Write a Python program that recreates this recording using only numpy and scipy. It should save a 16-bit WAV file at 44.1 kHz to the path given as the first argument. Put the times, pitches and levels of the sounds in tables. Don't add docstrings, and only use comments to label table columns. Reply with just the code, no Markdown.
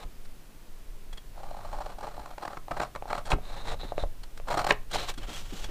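import sys
import numpy as np
from scipy import signal
from scipy.fft import rfft, irfft
from scipy.io import wavfile

SR = 44100
rng = np.random.default_rng(int(sys.argv[2]) if len(sys.argv) > 2 else 0)


def log_audio(samples):
    frames = np.atleast_2d(samples).T
    limited = np.clip(frames, -1, 1)
    pcm = np.round(limited * 32767).astype(np.int16)
    wavfile.write(sys.argv[1], SR, pcm)


N = 251525
TIME_S = np.arange(N) / SR

# (time [s], length [s], level [dB])
BIG_SLIPS = [(1.372, 0.011, -45.5), (1.431, .011, -40), (1.505, 0.011, -38.5), (1.725, 0.028, -40.5),
             (1.802, 0.021, -38), (1.983, 0.01, -40), (2.027, 0.022, -37.5), (2.258, 0.0052, -37.5),
             (2.38, 0.0048, -35), (2.422, 0.017, -36), (2.45, 0.0095, -33), (2.476, 0.0075, -33.5),
             (2.529, 0.0066, -37.5), (2.569, 0.0083, -36), (2.681, 0.0035, -34.5), (2.709, 0.013, -28.5),
             (2.765, 0.017, -35), (2.797, 0.0098, -27), (2.813, 0.025, -30.5), (2.95, 0.0037, -35),
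             (2.958, 0.0057, -32), (3.098, 0.019, -33), (3.128, 0.005, -24), (3.322, 0.019, -28.5),
             (4.482, 0.0088, -32), (4.509, 0.0242, -29.5), (4.539, 0.013, -28), (4.571, 0.013, -24.5),
             (4.589, 0.011, -26.5), (4.611, 0.01, -32.5), (4.642, 0.0092, -27), (4.665, 0.012, -26),
             (4.687, 0.024, -28), (4.941, 0.014, -31.5)]
# (time [s], length [s], first level [dB], last level [dB], slips [1/s], treble [dB])
SQUEEZES = [(1.368, 0.32, -46.5, -42, 42, -18.5), (1.726, 0.22, -37, -42.5, 45, -17.5),
            (2.007, 0.083, -39.5, -37.5, 50.6, -15.5), (2.11, .22, -47, -43.5, 30, -14),
            (2.415, 0.147, -40, -42, 36, -15.5), (2.685, 0.054, -51, -38, 39, -20.5),
            (2.777, 0.071, -35.5, -31, 70, -13.5), (3.086, .105, -35, -34, 60, -16.5),
            (3.26, .06, -45, -25.5, 49, -17.5), (4.492, 0.12, -29, -26, 50, -13),
            (4.676, 0.053, -28.5, -32, 45, -8.5)]
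# (frequency [Hz], level [dB])
CARD_SPECTRUM = [(90, -14), (250, -14.5), (450, -12), (620, -2.5), (750, -2), (950, -8), (1250, -8.5),
                 (2000, -21.5), (3600, -31.5), (5000, -31), (8600, -37.5), (9600, -41), (15000, -45)]
# (frequency [Hz], level [dB])
BLOW_SPECTRUM = [(100, -7), (280, 1), (500, 10), (750, 7.5), (1150, 4.5), (1800, -4), (2500, -2.5),
                 (3900, -17), (5000, -26), (7200, -23), (9500, -40), (15000, -53)]
# (frequency [Hz], level [dB])
STEEL_SPECTRUM = [(200, -3.5), (800, -1.5), (1500, 0), (2700, -10.5), (3300, -11.5), (4100, -15.5),
                  (4700, -10), (6000, -14), (9300, -17.5), (15000, -31)]
# (frequency [Hz], width [Hz], gain [dB])
BLADE_MODES = [(3330, 480, -4.5), (4150, 420, 8.5), (5080, 140, -2), (5660, 90, 5), (7130, 450, 1.5),
               (8320, 490, 4), (12060, 340, -3)]


def fibres(contact, time_s, treble_db, split_hz=2800, boom_hz=820, boom_db=-4):
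    # (time [s], gain [dB])
    flank_lift = [(1.4, -6.5), (2.0, -1), (2.45, 4), (3.3, 5.5), (4.5, 0.5), (4.7, 4.5)]
    lift_db = np.interp(time_s, *np.transpose(flank_lift))
    breaks = colour(contact * crackle(len(contact), rate_hz=9000, spread_db=3), CARD_SPECTRUM)
    breaks = colour(breaks, [(300, lift_db), (600, 0.016), (950, 0), (1300, lift_db)], size=1024)
    boom = amp(boom_db) * resonance(breaks, boom_hz, width_hz=290)
    body = unit(band(breaks + boom, split_hz, "low", order=4))
    crisp = unit(band(blades(breaks), split_hz, "high", order=4))
    return (body + amp(treble_db) * crisp) * np.sqrt(np.mean(contact ** 2))


def slip(length_s, build_s=0.0051):
    contact = stroke(max(length_s, .002), edge_s=0.00055)
    build = np.minimum(0.45 + np.arange(len(contact)) / (build_s * SR), 1)
    return unit_burst(contact * build, length_s)


def big_slips(gain_db=-0.5, crisp_db=-1.5):
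    out = np.zeros(N)
    start_s, span_s, *_, squeeze_treble_db = np.transpose(SQUEEZES)
    for time_s, length_s, db in BIG_SLIPS:
        treble_db = np.interp(time_s, start_s + span_s / 2, squeeze_treble_db) + crisp_db
        add(out, time_s, amp(db + gain_db) * fibres(slip(length_s), time_s, treble_db))
    return out


def small_slips(slip_s=0.00916, rest_s=0.005, gap_scatter=0.304, scatter_db=2, max_slips=32):
    out = np.zeros(N)
    for time_s, length_s, first_db, last_db, rate_hz, treble_db in SQUEEZES:
        gap_draws, size_draws = rng.standard_normal((max_slips, 2)).T
        gaps_s = np.exp(gap_scatter * gap_draws) / rate_hz
        contact = np.zeros(SR // 2)
        for at_s, size in zip(np.cumsum(gaps_s) - gaps_s[0], size_draws):
            paused = any(big_s - slip_s - rest_s < time_s + at_s < big_s + span_s + rest_s
                         for big_s, span_s, _ in BIG_SLIPS)
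            if at_s < length_s - slip_s and not paused:
                db = first_db + (last_db - first_db) * at_s / length_s + scatter_db * size
                add(contact, at_s, amp(db) * slip(slip_s))
        add(out, time_s, fibres(contact, time_s, treble_db))
    return out


def creeping(gain_db=-8, uneven_db=2, edge_s=0.016):
    pressure = np.zeros(N)
    for time_s, length_s, first_db, last_db, _, _ in SQUEEZES:
        outside_s = np.maximum(np.abs(TIME_S - time_s - length_s / 2) - length_s / 2, 0)
        db = np.interp(TIME_S, [time_s, time_s + length_s], [first_db, last_db])
        pressure += amp(db) * np.exp(-outside_s / edge_s)
    tearing = blades(colour(crackle(N, rate_hz=3000, spread_db=5), CARD_SPECTRUM))
    return pressure * amp(gain_db + uneven_db * wander(rate_hz=90)) * unit(tearing)


def blades(x):
    return resonate(x, BLADE_MODES)


def snapping(crack_db=-13):
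    # (time [s], length [s], level [dB], ring [dB], t60 stretch [ratio])
    snaps = [(3.317, 0.0031, -22.5, 1.5, 1), (4.707, 0.00347, -12.5, -3.5, 0.47)]
    # (frequency [Hz], level [dB], t60 [s])
    modes = [(300, -10, 0.077), (420, 1, 0.15), (662, -4.5, 0.13), (740, -8, 0.23), (1053, -2.5, 0.11),
             (1250, -20, 0.023), (1580, 1, 0.063), (1940, -6, 0.025), (2220, 1, 0.026), (2520, 7.5, 0.034),
             (2900, -1, 0.033), (3180, -7.5, 0.032), (3830, -2, 0.042)]
    out, t = np.zeros(N), np.arange(SR // 3) / SR
    for time_s, length_s, db, ring_db, stretch in snaps:
        contact = stroke(length_s, edge_s=0.00032)
        crack = colour(contact * crackle(len(contact), rate_hz=12000, spread_db=5), STEEL_SPECTRUM)
        crack = band(blades(crack), 6300, "low")
        blow = colour(contact * crackle(len(contact), rate_hz=12000, spread_db=5), BLOW_SPECTRUM)
        ring = sum((-1) ** k * amp(mode_db - 60 * t / (t60_s * stretch)) * np.sin(2 * np.pi * hz * t)
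                   for k, (hz, mode_db, t60_s) in enumerate(modes))
        add(out, time_s - length_s / 4, amp(db + crack_db) * unit_burst(crack, length_s))
        add(out, time_s, amp(db) * unit_burst(blow, length_s))
        add(out, time_s + length_s / 2, amp(db + ring_db) * unit_burst(ring, length_s))
    return out


def knocking(t60_s=0.014, rise_s=0.00038, flutter_db=-20, flutter_t60_s=0.03):
    # (time [s], level [dB], pitch [Hz], click [dB])
    knocks = [(2.0775, -25.5, 810, -13), (2.179, -26, 745, -23), (2.8025, -14, 700, -12),
              (3.024, -27, 790, -0.5), (3.056, -26.5, 774, -22), (3.1325, -28, 730, -10),
              (3.385, -29, 655, -14), (3.743, -31, 660, -3), (3.833, -29.5, 665, -1.5),
              (3.921, -18, 680, -36), (3.9805, -18, 620, -0.5), (4.037, -17, 630, -21),
              (4.400, -37, 680, 6.5), (4.958, -16, 790, -17), (5.085, -28.5, 1110, -12)]
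    out, t = np.zeros(N), np.arange(SR // 8) / SR
    click = colour(1. * (t == 0), BLOW_SPECTRUM)
    click /= np.abs(click).max()
    for time_s, db, hz, click_db in knocks:
        swing = np.sin(2 * np.pi * hz * t) * amp(-60 * t / t60_s) * (1 - np.exp(-t / rise_s))
        flutter = unit(colour(rng.standard_normal(len(t)), CARD_SPECTRUM))
        flutter *= amp(flutter_db - 60 * t / flutter_t60_s)
        add(out, time_s, amp(db) * (1.28 * swing + flutter + amp(click_db) * click))
    return out


def sliding(rub_db=-1, ring_db=0.5, ring_hz=3890, width_hz=500, waver_hz=60, uneven_db=2.8):
    # (time of top speed [s], rise [s], fall [s], rub [dB], ring [dB])
    slides = [(.028, 0.036, 0.018, -44, -53.5), (3.549, 0.16, 0.15, -43.5, -53),
              (3.714, 0.081, 0.045, -37, -45.5), (3.83, 0.065, .11, -46, -49), (4.023, .07, 0.03, -42, -47)]
    # (frequency [Hz], level [dB])
    slit_spectrum = [(120, -3.5), (300, -7), (520, 0), (730, 2.5), (1000, -2), (1300, -4), (2400, -12),
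                     (4800, -19), (8000, -22), (10000, -27.5), (15000, -43)]
    rub = unit(colour(crackle(N, rate_hz=4800, spread_db=4.5), slit_spectrum))
    cycles = np.cumsum(ring_hz + waver_hz * wander(rate_hz=40)) / SR
    ring = unit(band(rng.standard_normal(N), width_hz / 2, "low") * np.sin(2 * np.pi * cycles))
    rub_gain = power_sum(amp(db + rub_db) * hand_move(*timing) for *timing, db, _ in slides)
    ring_gain = power_sum(amp(db + ring_db) * hand_move(*timing) for *timing, _, db in slides)
    return (rub_gain * rub + ring_gain * ring) * amp(uneven_db * wander(rate_hz=70))


def scraping():
    # (time [s], length [s], level [dB], ping [dB])
    scrapes = [(0.245, 0.018, -57, -22), (1.126, .014, -49, -6), (1.172, 0.012, -49.5, 0),
               (3.251, 0.026, -46, -20), (3.301, 0.025, -37, -12), (4.232, 0.01, -47, -13),
               (4.373, 0.0079, -46, -30), (4.911, 0.011, -41.5, -16), (4.944, 0.0099, -35, -21),
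               (5.087, 0.017, -42, -8), (5.137, 0.011, -50, -8), (5.174, 0.018, -46.5, -8),
               (5.343, 0.0086, -51, 6.5), (5.639, 0.012, -41.5, -7)]
    out = np.zeros(N)
    for time_s, length_s, db, ping_db in scrapes:
        contact = stroke(length_s, edge_s=0.0033)
        grit = contact * crackle(len(contact), rate_hz=7000, spread_db=4)
        rasp = blades(colour(grit, STEEL_SPECTRUM))
        ping = unit_burst(resonance(rasp, BLADE_MODES[0][0], width_hz=120), length_s)
        add(out, time_s, amp(db) * (unit_burst(rasp, length_s) + amp(ping_db) * ping))
    return out


def dragging(gain_db=-1, split_hz=5000, uneven_db=2, sing_db=-6, clear_s=5.13, fade_s=0.017):
    # (time of top speed [s], rise [s], fall [s], level [dB], treble [dB])
    pulls = [(4.952, 0.041, 0.033, -34.5, -6.5), (4.99, 0.099, 0.1, -37, -8.5),
             (5.093, 0.035, .035, -39.5, -2.5), (5.235, 0.071, 0.037, -47, -8),
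             (5.29, 0.032, 0.07, -43, -6), (5.355, 0.098, 0.12, -47.5, 0.5), (5.61, 0.22, 0.089, -48, -0.5),
             (5.7, 0.024, 0.033, -51, -11)]
    # (frequency [Hz], level [dB])
    sheet_spectrum = [(90, 6.5), (270, -2), (380, 4.5), (750, 6.5), (950, 2.5), (1400, 3), (1900, -1),
                      (2700, -2), (3150, -2), (3900, -11.5), (5100, -20.5), (7800, -23.5), (9800, -32),
                      (15000, -35.5)]
    grain = colour(crackle(N, rate_hz=5000, spread_db=1), sheet_spectrum)
    body, hiss = (unit(band(grain, split_hz, kind, order=4)) for kind in ("low", "high"))
    sing = unit(resonance(crackle(N, rate_hz=3900, spread_db=4), hz=3950, width_hz=340))
    in_slit = np.clip((clear_s - TIME_S) / fade_s, 0, 1)
    body += amp(sing_db) * sing * in_slit
    body_gain = power_sum(amp(db) * hand_move(*timing) for *timing, db, _ in pulls)
    hiss_gain = power_sum(amp(db + treble_db) * hand_move(*timing) for *timing, db, treble_db in pulls)
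    return (body_gain * body + hiss_gain * hiss) * amp(gain_db + uneven_db * wander(rate_hz=80))


def bumping(edge_ratio=1.31, pivot_hz=125, rise_s=0.0041):
    # (time [s], level [dB], tilt [dB/octave])
    bumps = [(.048, -44, -5), (2.18, -41, -2), (2.715, -41, -0.5), (2.801, -42, -3), (3.327, -23.5, -2.5),
             (3.83, -38.5, 3), (4.029, -40, -8), (4.958, -37.5, -1), (5.175, -42, 4.5), (5.281, -42, 7),
             (5.523, -38, 5), (5.688, -45, 9)]
    # (frequency [Hz], level [dB], t60 [s])
    flex_modes = [(32.7, -0.5, 0.15), (126, -11.5, 0.26), (229, -9.5, 0.14), (302, -10, 0.11)]
    out, t = np.zeros(N), np.arange(SR // 3) / SR
    for time_s, db, tilt_db in bumps:
        for hz, mode_db, t60_s in flex_modes:
            noise = band(rng.standard_normal(SR // 2), [hz / edge_ratio, hz * edge_ratio], "band")
            envelope = amp(-60 * t / t60_s) * (1 - np.exp(-t / rise_s))
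            flex = unit_burst(noise[-len(t):] * envelope, t60_s / 8)
            add(out, time_s, amp(db + mode_db + tilt_db * np.log2(hz / pivot_hz)) * flex)
    return out


def humming(x):
    # (frequency [Hz], width [Hz], gain [dB])
    hum_modes = [(134, 3, 9.5), (777, 46, -17)]
    return resonate(x, hum_modes)


def handling(gain_db=6.5, uneven_db=2, low_hz=11.1, top_hz=130):
    # (time [s], level [dB])
    contour = [(0, -43.5), (.7, -47.5), (1.7, -37), (2.45, -47), (3.9, -34), (4.3, -42), (5.3, -39.5),
               (5.7, -32)]
    # (frequency [Hz], level [dB])
    spectrum = [(8, 13.5), (20, 3), (35, -4.5), (55, -19), (90, -19), (135, -28), (200, -27)]
    rumble = unit(colour(band(rng.standard_normal(N), low_hz, "high"), spectrum))
    db = np.interp(TIME_S, *np.transpose(contour)) + gain_db + uneven_db * wander(rate_hz=14)
    return band(rumble, top_hz, "low") * amp(db)


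def room(x, table_db=-10.5, walls_db=-15, dull_hz=2400):
    echoes = amp(table_db) * reflections(x, t60_s=0.099) + amp(walls_db) * reflections(x, t60_s=0.24)
    return x + band(echoes, dull_hz, "low", order=1)


def reflections(x, t60_s, delay_s=0.002):
    t = np.arange(16384) / SR
    response = rng.standard_normal(len(t)) * amp(-60 * t / t60_s) * (t > delay_s)
    return signal.fftconvolve(x, response / np.sqrt(np.sum(response ** 2)))[:N]


def air(level_db=-56):
    # (frequency [Hz], level [dB])
    spectrum = [(60, -16), (125, -2.5), (200, -6.5), (330, -8), (600, -12.5), (1200, -17),
                (2300, -19.5), (6000, -24.5), (15000, -27)]
    return amp(level_db) * unit(colour(rng.standard_normal(N), spectrum))


def crackle(count, rate_hz, spread_db):
    chance, size, sign = rng.random(count), rng.standard_normal(count), rng.choice([-1, 1], count)
    return (chance < rate_hz / SR) * amp(spread_db * size) * sign


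def stroke(length_s, edge_s):
    t = np.arange(SR // 10) / SR
    return np.minimum(t / edge_s, 1) * np.exp(-np.maximum(t - length_s + edge_s, 0) / edge_s)


def hand_move(peak_s, rise_s, fall_s, exponent=1.37):
    speed = np.sin(np.interp(TIME_S, [peak_s - rise_s, peak_s, peak_s + fall_s], [0, np.pi / 2, np.pi]))
    return np.abs(speed) ** exponent


def power_sum(gains):
    return np.sqrt(sum(gain ** 2 for gain in gains))


def wander(rate_hz):
    return unit(np.interp(TIME_S * rate_hz, np.arange(2000), rng.standard_normal(2000)))


def resonance(x, hz, width_hz):
    return signal.lfilter(*signal.iirpeak(hz, hz / width_hz, fs=SR), x)


def resonate(x, modes):
    return x + sum(amp(db) * resonance(x, hz, width_hz) for hz, width_hz, db in modes)


def colour(x, spectrum, size=8192):
    hz, db = np.transpose(spectrum)
    grid_hz = np.maximum(np.arange(size // 2 + 1) * SR / size, 1)
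    gain = amp(np.interp(np.log(grid_hz), np.log(hz), db))
    cepstrum = irfft(np.log(gain))
    cepstrum[1:size // 2] *= 2
    cepstrum[size // 2 + 1:] = 0
    return signal.fftconvolve(x, irfft(np.exp(rfft(cepstrum))))[:len(x)]


def band(x, hz, kind, order=2):
    return signal.sosfilt(signal.butter(order, hz, kind, fs=SR, output="sos"), x)


def amp(db):
    return 10 ** (np.asarray(db) / 20)


def unit(x):
    return x / np.sqrt(np.mean(x ** 2) + 1e-20)


def unit_burst(x, length_s):
    return x / np.sqrt(np.sum(x ** 2) / (length_s * SR) + 1e-20)


def add(out, time_s, x):
    start = max(int(time_s * SR), 0)
    out[start:start + len(x)] += x[:max(len(out) - start, 0)]


def scene():
    cutting = big_slips() + small_slips() + creeping()
    work = humming(cutting + snapping() + knocking() + sliding() + scraping() + dragging())
    return (air() + room(work) + handling() + bumping())[None]


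def record(dry, top_hz=15350):
    return signal.sosfilt(signal.ellip(10, .2, 80, top_hz, fs=SR, output="sos"), dry)


dry = scene()
out = record(dry)
log_audio(out)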